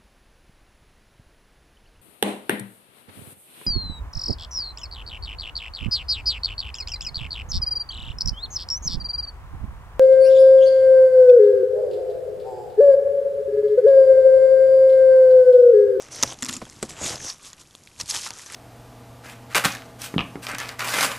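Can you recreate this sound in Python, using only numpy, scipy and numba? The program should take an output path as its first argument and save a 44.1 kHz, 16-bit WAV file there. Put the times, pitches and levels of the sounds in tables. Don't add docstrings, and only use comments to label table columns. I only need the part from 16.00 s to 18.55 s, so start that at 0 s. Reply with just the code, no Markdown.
import sys
import numpy as np
from scipy import signal
from scipy.fft import rfft, irfft, next_fast_len
from scipy.io import wavfile
from scipy.ndimage import uniform_filter1d
from numba import njit

SR = 44100
rng = np.random.default_rng(int(sys.argv[2]) if len(sys.argv) > 2 else 0)


def to_wav(sig):
    pcm = np.clip(np.atleast_2d(sig), -1, 1) * 32767
    pcm = np.round(pcm).astype(np.int16)
    wavfile.write(sys.argv[1], SR, pcm.T)


N = 112454


def from_db(db):
    return 10 ** (np.asarray(db) / 20)


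def rms_one(x):
    return x / np.sqrt(np.mean(x ** 2) + 1e-20)


def in_time(rows):
    s, *columns = np.transpose(rows)
    return [np.interp(np.arange(N) / SR, s, c) for c in columns]


def colour(x, points):
    size = 2 * next_fast_len(N)
    hz, db = np.transpose(points)
    hz, db = np.append(hz, SR / 2), np.append(db, db[-1] - 60)
    bin_hz = np.arange(size // 2 + 1) * SR / size
    gain = rms_one(from_db(np.interp(np.log(bin_hz + 1), np.log(hz), db)))
    cepstrum = irfft(np.log(gain))
    cepstrum[1:size // 2] *= 2
    cepstrum[size // 2 + 1:] = 0
    return irfft(rfft(x, size) * np.exp(rfft(cepstrum)))[:N]


def band(x, low_hz, high_hz):
    return signal.sosfilt(signal.butter(2, [low_hz, high_hz], "band", fs=SR, output="sos"), x)


def resonate(x, hz, width_hz):
    r = np.exp(-np.pi * width_hz / SR)
    feedback = [1, -2 * r * np.cos(2 * np.pi * hz / SR), r * r]
    return signal.lfilter(np.array([1, 0, -1]) * (1 - r * r) / 2, feedback, x)


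@njit
def glide(x, w, r):
    y = np.zeros(len(x))
    for i in range(2, len(x)):
        y[i] = x[i] - x[i - 2] + 2 * r * np.cos(w[i]) * y[i - 1] - r * r * y[i - 2]
    return y


def sing(x, hz, width_hz):
    return rms_one(glide(x, 2 * np.pi * hz / SR, np.exp(-np.pi * width_hz / SR)))


def add(out, s, x, db, over_s):
    i = max(int(s * SR), 0)
    x = x * from_db(db) * np.sqrt(over_s * SR / (np.sum(x ** 2) + 1e-20))
    out[i:i + len(x)] += x[:max(N - i, 0)]


OUTDOORS_DB = -58
# (frequency [Hz], relative level [dB])
OUTDOORS_COLOUR = [(20, -1.5), (135, 2), (210, -2), (1200, -11), (4500, -20), (6500, -21), (12000, -17)]


def outdoor_air():
    return from_db(OUTDOORS_DB) * colour(rng.standard_normal(N), OUTDOORS_COLOUR)


def boom(hz, width_hz):
    x = resonate(resonate(rng.standard_normal(N), hz, width_hz), hz, 2 * width_hz)
    return x / np.sqrt(uniform_filter1d(x ** 2, size=1200) + 1e-12)


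DRUM_HZ, DRUM_WIDTH_HZ = 225, 52
# (time [s], level [dB])
DRUM_LEVEL = [(.418, -85), (.428, -32.5), (.482, -50), (.497, -35), (.535, -47.5), (.573, -39), (.615, -87)]


def drumming():
    level, = from_db(in_time(DRUM_LEVEL))
    return level * boom(DRUM_HZ, DRUM_WIDTH_HZ)


JOSTLE_AT_S, JOSTLE_S, JOSTLE_DB, JOSTLE_HZ = 2.03, 0.029, -43.5, 60


def jostle():
    level = from_db(JOSTLE_DB) * np.exp(-np.abs(np.arange(N) / SR - JOSTLE_AT_S) / JOSTLE_S)
    return level * boom(JOSTLE_HZ, JOSTLE_HZ)


FLAP_S, FLAP_DB, FLAP_BELOW, FLAP_ABOVE = 0.0059, -8, 8, 2.63
SAG_FROM, SAG_TO, SAG_S = 1.74, 0.57, 0.011
CRUNCH_S, CRUNCH_WIDTH, CRUNCH_DB = 0.0073, 0.49, -3.5
MODES_DB, PANEL_OCTAVES = -6, 1
# (frequency [Hz], relative strength [dB], time to fade by 60 dB [s])
BAG_MODES = [(122.5, -3, 0.22), (236, 2, 0.07), (304, -9, 0.11), (524.7, -6, 0.1), (730, -3.5, 0.084),
             (947, -3, 0.07)]
# (time [s], level before each part's own [dB], note of the panel [Hz])
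BUCKLES = [(0.236, -24.5, 600), (0.236, -27, 99), (.321, -37, 560), (.6155, -33.5, 590), (0.6205, -29, 237),
           (.667, -44, 560), (.828, -23.5, 278), (.8285, -32, 676), (1.14, -36, 530), (2.148, -34, 840),
           (2.305, -37, 900)]


def thumps():
    out, t = np.zeros(N), np.arange(SR // 5) / SR
    hz, db, t60 = np.transpose(BAG_MODES)[:, :, None]
    for s, thump_db, note_hz in BUCKLES:
        flap = rng.standard_normal(len(t)) * np.exp(-t / FLAP_S)
        flap = band(flap, note_hz / FLAP_BELOW, note_hz * FLAP_ABOVE)
        falling_hz = note_hz * (SAG_TO + (SAG_FROM - SAG_TO) * np.exp(-t / SAG_S))
        burst = rng.standard_normal(len(t)) * np.exp(-t / CRUNCH_S)
        crunch = sing(burst, falling_hz, note_hz * CRUNCH_WIDTH)
        detune, side = rng.standard_normal((2, len(BAG_MODES), 1))
        nearness = np.exp(-(np.log2(hz / note_hz) / PANEL_OCTAVES) ** 2)
        strength = np.sign(side) * from_db(db) * nearness
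        fade = np.exp(-np.log(1000) * t / t60)
        modes = strength * fade * np.sin(2 * np.pi * hz * (1 + 0.033 * detune) * t)
        for part, part_db in (flap, FLAP_DB), (crunch, CRUNCH_DB), (modes.sum(0), MODES_DB):
            add(out, s, part, thump_db + part_db, over_s=.006)
    return out


SNAP_RISE_MS, SNAP_FALL_POWER = 0.061, 1.15
FOLD_ECHO_MS, FOLD_ECHO_SHARE = 1.298, 0.42
# (frequency [Hz], relative level [dB])
CRACK_COLOUR = [(300, -5.5), (1200, 2.5), (2200, 1), (7000, 4), (8600, -7), (11500, -4.5)]
# (time [s], crack level [dB], ring frequency [Hz], ring level [dB], fall time of the burst [ms])
CREASE_SNAPS = [(0.2266, -20, 6380, -12, 1.7), (0.2299, -18, 6300, -41, 1.5),
                (0.2334, -14, 6130, -13.5, 1.4), (0.2349, -18.5, 5900, -36, 1.6),
                (0.388, -43.5, 6060, -43, 2), (0.4239, -25, 7230, -26, 2.7),
                (0.4296, -24.5, 7100, -27.5, 0.82), (0.4379, -35, 5260, -31, 1),
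                (0.4471, -30.5, 7440, -28.5, 2.1), (.456, -33, 5060, -31, 0.91),
                (0.463, -32, 7300, -33, 1.4), (0.486, -29, 4000, -32.5, 2), (0.4905, -27, 4850, -31, 2.8),
                (0.4943, -25, 4870, -43, 2.6), (0.5122, -38, 7470, -39, 0.9),
                (0.5274, -31.5, 7300, -36, 1.4), (0.535, -35, 6950, -26.5, 5.8),
                (0.5653, -32.5, 7100, -29, 5.5), (0.653, -45, 3270, -43.5, 1),
                (0.6985, -48, 7300, -40.5, 0.35), (0.8268, -25.5, 7860, -26, 4.7),
                (1.1564, -36.5, 4930, -31.5, 1.2), (1.203, -42, 1700, -37, 2.8),
                (1.2995, -33, 4850, -27, 3.6), (1.5308, -41, 7040, -39.5, 2.4), (1.709, -51, 3500, -51, 1),
                (1.751, -38, 3120, -52, 0.45), (1.8732, -45.5, 2250, -43, 0.77),
                (1.999, -26.5, 5700, -27.5, 12), (2.0113, -29, 5470, -25.5, 2.1),
                (2.096, -51, 6500, -26.5, 6.7), (2.1091, -34.5, 5270, -21.5, 3.8),
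                (2.1466, -30, 6040, -26.5, 3.5), (2.263, -57, 930, -29, 11), (2.3056, -31, 4430, -33, 0.79),
                (2.3944, -43.5, 1750, -42, 1.2), (2.461, -37.5, 6120, -37, 10),
                (2.5, -43, 1870, -39.5, 1.2), (2.5451, -29.5, 4940, -33, 3.5)]


def snaps():
    cracks, rings = np.zeros(N), np.zeros(N)
    ms = np.arange(SR // 40) * 1000 / SR
    for s, crack_db, ring_hz, ring_db, fall_ms in CREASE_SNAPS:
        shape = (1 - np.exp(-ms / SNAP_RISE_MS)) * np.exp(-(ms / fall_ms) ** SNAP_FALL_POWER)
        crack, ring = rng.standard_normal((2, len(ms))) * shape
        crack = crack - FOLD_ECHO_SHARE * np.roll(crack, int(FOLD_ECHO_MS * SR / 1000))
        ring = resonate(resonate(ring, ring_hz, width_hz=410), ring_hz, width_hz=5900)
        add(cracks, s, crack, crack_db, over_s=0.0027)
        add(rings, s, ring, ring_db, over_s=0.0028)
    return colour(cracks, CRACK_COLOUR) + rings


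SLIP_S, SMOOTH_SHARE = 0.00029, 0.28


def grains(per_s, spread_db):
    sizes = from_db(spread_db * np.minimum(rng.exponential(1, N), 4.5))
    sizes = sizes * (rng.random(N) < per_s / SR)
    power = signal.lfilter([1], [1, -np.exp(-1 / (SLIP_S * SR))], sizes ** 2 + 1e-12)
    x = np.sqrt(power / power.mean() + SMOOTH_SHARE) * rng.standard_normal(N)
    return x / np.sqrt(uniform_filter1d(x ** 2, size=900))


CRUMPLES_PER_S, CRUMPLE_SPREAD_DB, CRUMPLE_DB = 600, 2.5, -4.0
# (frequency [Hz], relative level [dB])
BASS_COLOUR = [(20, -8), (50, -1), (115, 5.5), (170, -1.5), (340, -2), (900, -26)]


def flexing(bass):
    return colour(grains(CRUMPLES_PER_S, CRUMPLE_SPREAD_DB) * bass, BASS_COLOUR)


HOLLOW_WIDTH_HZ, HOLLOW_DB = 220, -6.5
# (time [s], centre frequency [Hz])
HOLLOW_NOTE = [(.33, 563), (.5, 1380), (.94, 624), (1.25, 504), (1.35, 1210), (2.15, 860), (2.5, 1600)]


def hollow_note(middle):
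    hz, = in_time(HOLLOW_NOTE)
    note = sing(grains(CRUMPLES_PER_S, CRUMPLE_SPREAD_DB), hz, HOLLOW_WIDTH_HZ)
    return note * middle * from_db(HOLLOW_DB)


# (frequency [Hz], relative level [dB])
MIDDLE_COLOUR = [(200, -16), (420, -5.5), (1000, -4), (3500, -8)]


def crumpling(middle):
    bursts = grains(CRUMPLES_PER_S, CRUMPLE_SPREAD_DB) * middle
    return from_db(CRUMPLE_DB) * colour(bursts, MIDDLE_COLOUR)


CRINKLES_PER_S, CRINKLE_DB, CRINKLE_Q, CRINKLE_SPREAD_DB = 200, -12.5, 6.3, 3.3
CRINKLE_FOLLOWS = 0.81


def crinkles(treble, middle):
    sizes = from_db(CRINKLE_SPREAD_DB * np.minimum(rng.exponential(1, N), 4)) * rng.choice([-1, 1], N)
    clicks = sizes * (rng.random(N) < CRINKLES_PER_S / SR)
    pitches = np.geomspace(900, 9000, 26)
    dealt = rng.integers(0, len(pitches), N)
    ticks = np.zeros(N)
    for k, hz in enumerate(pitches):
        ticks += resonate(clicks * (dealt == k) + 1e-18, hz, hz / CRINKLE_Q)
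    return rms_one(ticks) * np.sqrt(treble * middle) ** CRINKLE_FOLLOWS * from_db(CRINKLE_DB)


SLIPS_PER_S, SLIP_SPREAD_DB, SLIP_DB = 1100, 1.6, -4
ZIP_WIDTH_HZ = 670
# (time [s], centre frequency [Hz], level relative to the rustle's treble [dB])
SHEET_ZIP = [(.3, 5880, -0.5), (.5, 7500, -18), (.9, 7900, -8.5), (1.04, 6860, 3), (1.1, 6300, -12.5),
             (1.2, 6300, 3), (1.3, 5640, 1), (1.45, 6500, -17)]


def singing_sheet(treble):
    hz, db = in_time(SHEET_ZIP)
    drag = sing(grains(SLIPS_PER_S, SLIP_SPREAD_DB), hz, ZIP_WIDTH_HZ)
    return rms_one(band(drag, 4300, 8500)) * treble * from_db(db)


# (frequency [Hz], relative level [dB])
TREBLE_COLOUR = [(1500, -17.5), (3100, -4.5), (4200, -3.5), (5500, 0.5), (7200, -1.5), (11500, -10.5)]


def slips(treble):
    return from_db(SLIP_DB) * colour(grains(SLIPS_PER_S, SLIP_SPREAD_DB) * treble, TREBLE_COLOUR)


# (time [s], treble level [dB], middle level [dB], bass level [dB])
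RUSTLE_LEVELS = [(.03, -49, -47, -64), (.1, -63, -50.5, -52.5), (.118, -40.5, -48, -52),
                 (.21, -41.5, -40, -54), (.27, -40, -42, -44), (.32, -39.5, -41, -50),
                 (.36, -56.5, -53.5, -54.5), (.41, -48.5, -55, -53.5), (.44, -47.5, -46.5, -49),
                 (.54, -34.5, -42.5, -44.5), (.6, -49.5, -57.5, -50.5), (.81, -52.5, -54.5, -56),
                 (.86, -43, -50.5, -49), (.88, -57, -54, -48), (.895, -34.5, -45, -44),
                 (.95, -52, -47.5, -49.5), (1.0, -42, -39, -53), (1.02, -36, -36, -38),
                 (1.07, -26.5, -35, -36.5), (1.13, -32, -36, -45), (1.19, -48, -48.5, -51),
                 (1.25, -38, -41.5, -45.5), (1.295, -35, -45, -61), (1.385, -58, -60, -62),
                 (1.465, -38, -51, -63.5), (1.56, -62, -63.5, -71), (1.61, -42.5, -54.5, -60),
                 (1.64, -58, -71, -67.5), (1.965, -54.5, -67, -63), (2.01, -32.5, -47, -47),
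                 (2.045, -52, -57, -56), (2.08, -36, -52.5, -69), (2.105, -19.5, -49, -52),
                 (2.125, -32, -45, -51), (2.155, -24, -35, -54), (2.205, -33, -49.5, -57),
                 (2.27, -30, -47, -54), (2.315, -48, -49, -56), (2.425, -39, -49, -58.5),
                 (2.448, -47, -54, -67), (2.55, -38, -41.5, -54)]


def rustle():
    treble, middle, bass = from_db(in_time(RUSTLE_LEVELS))
    bright = slips(treble) + singing_sheet(treble) + crinkles(treble, middle)
    return bright + crumpling(middle) + hollow_note(middle) + flexing(bass)


def scene():
    air = outdoor_air()
    bag = rustle() + snaps() + thumps() + drumming() + jostle()
    return np.tile(bag + air, (2, 1))


OVERLOAD, CUTOFF_HZ = 1, 11900


def record(dry):
    rounded = OVERLOAD * np.tanh(dry / OVERLOAD)
    return signal.sosfilt(signal.ellip(12, .1, 70, CUTOFF_HZ, fs=SR, output="sos"), rounded)


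dry = scene()
out = record(dry)
to_wav(out)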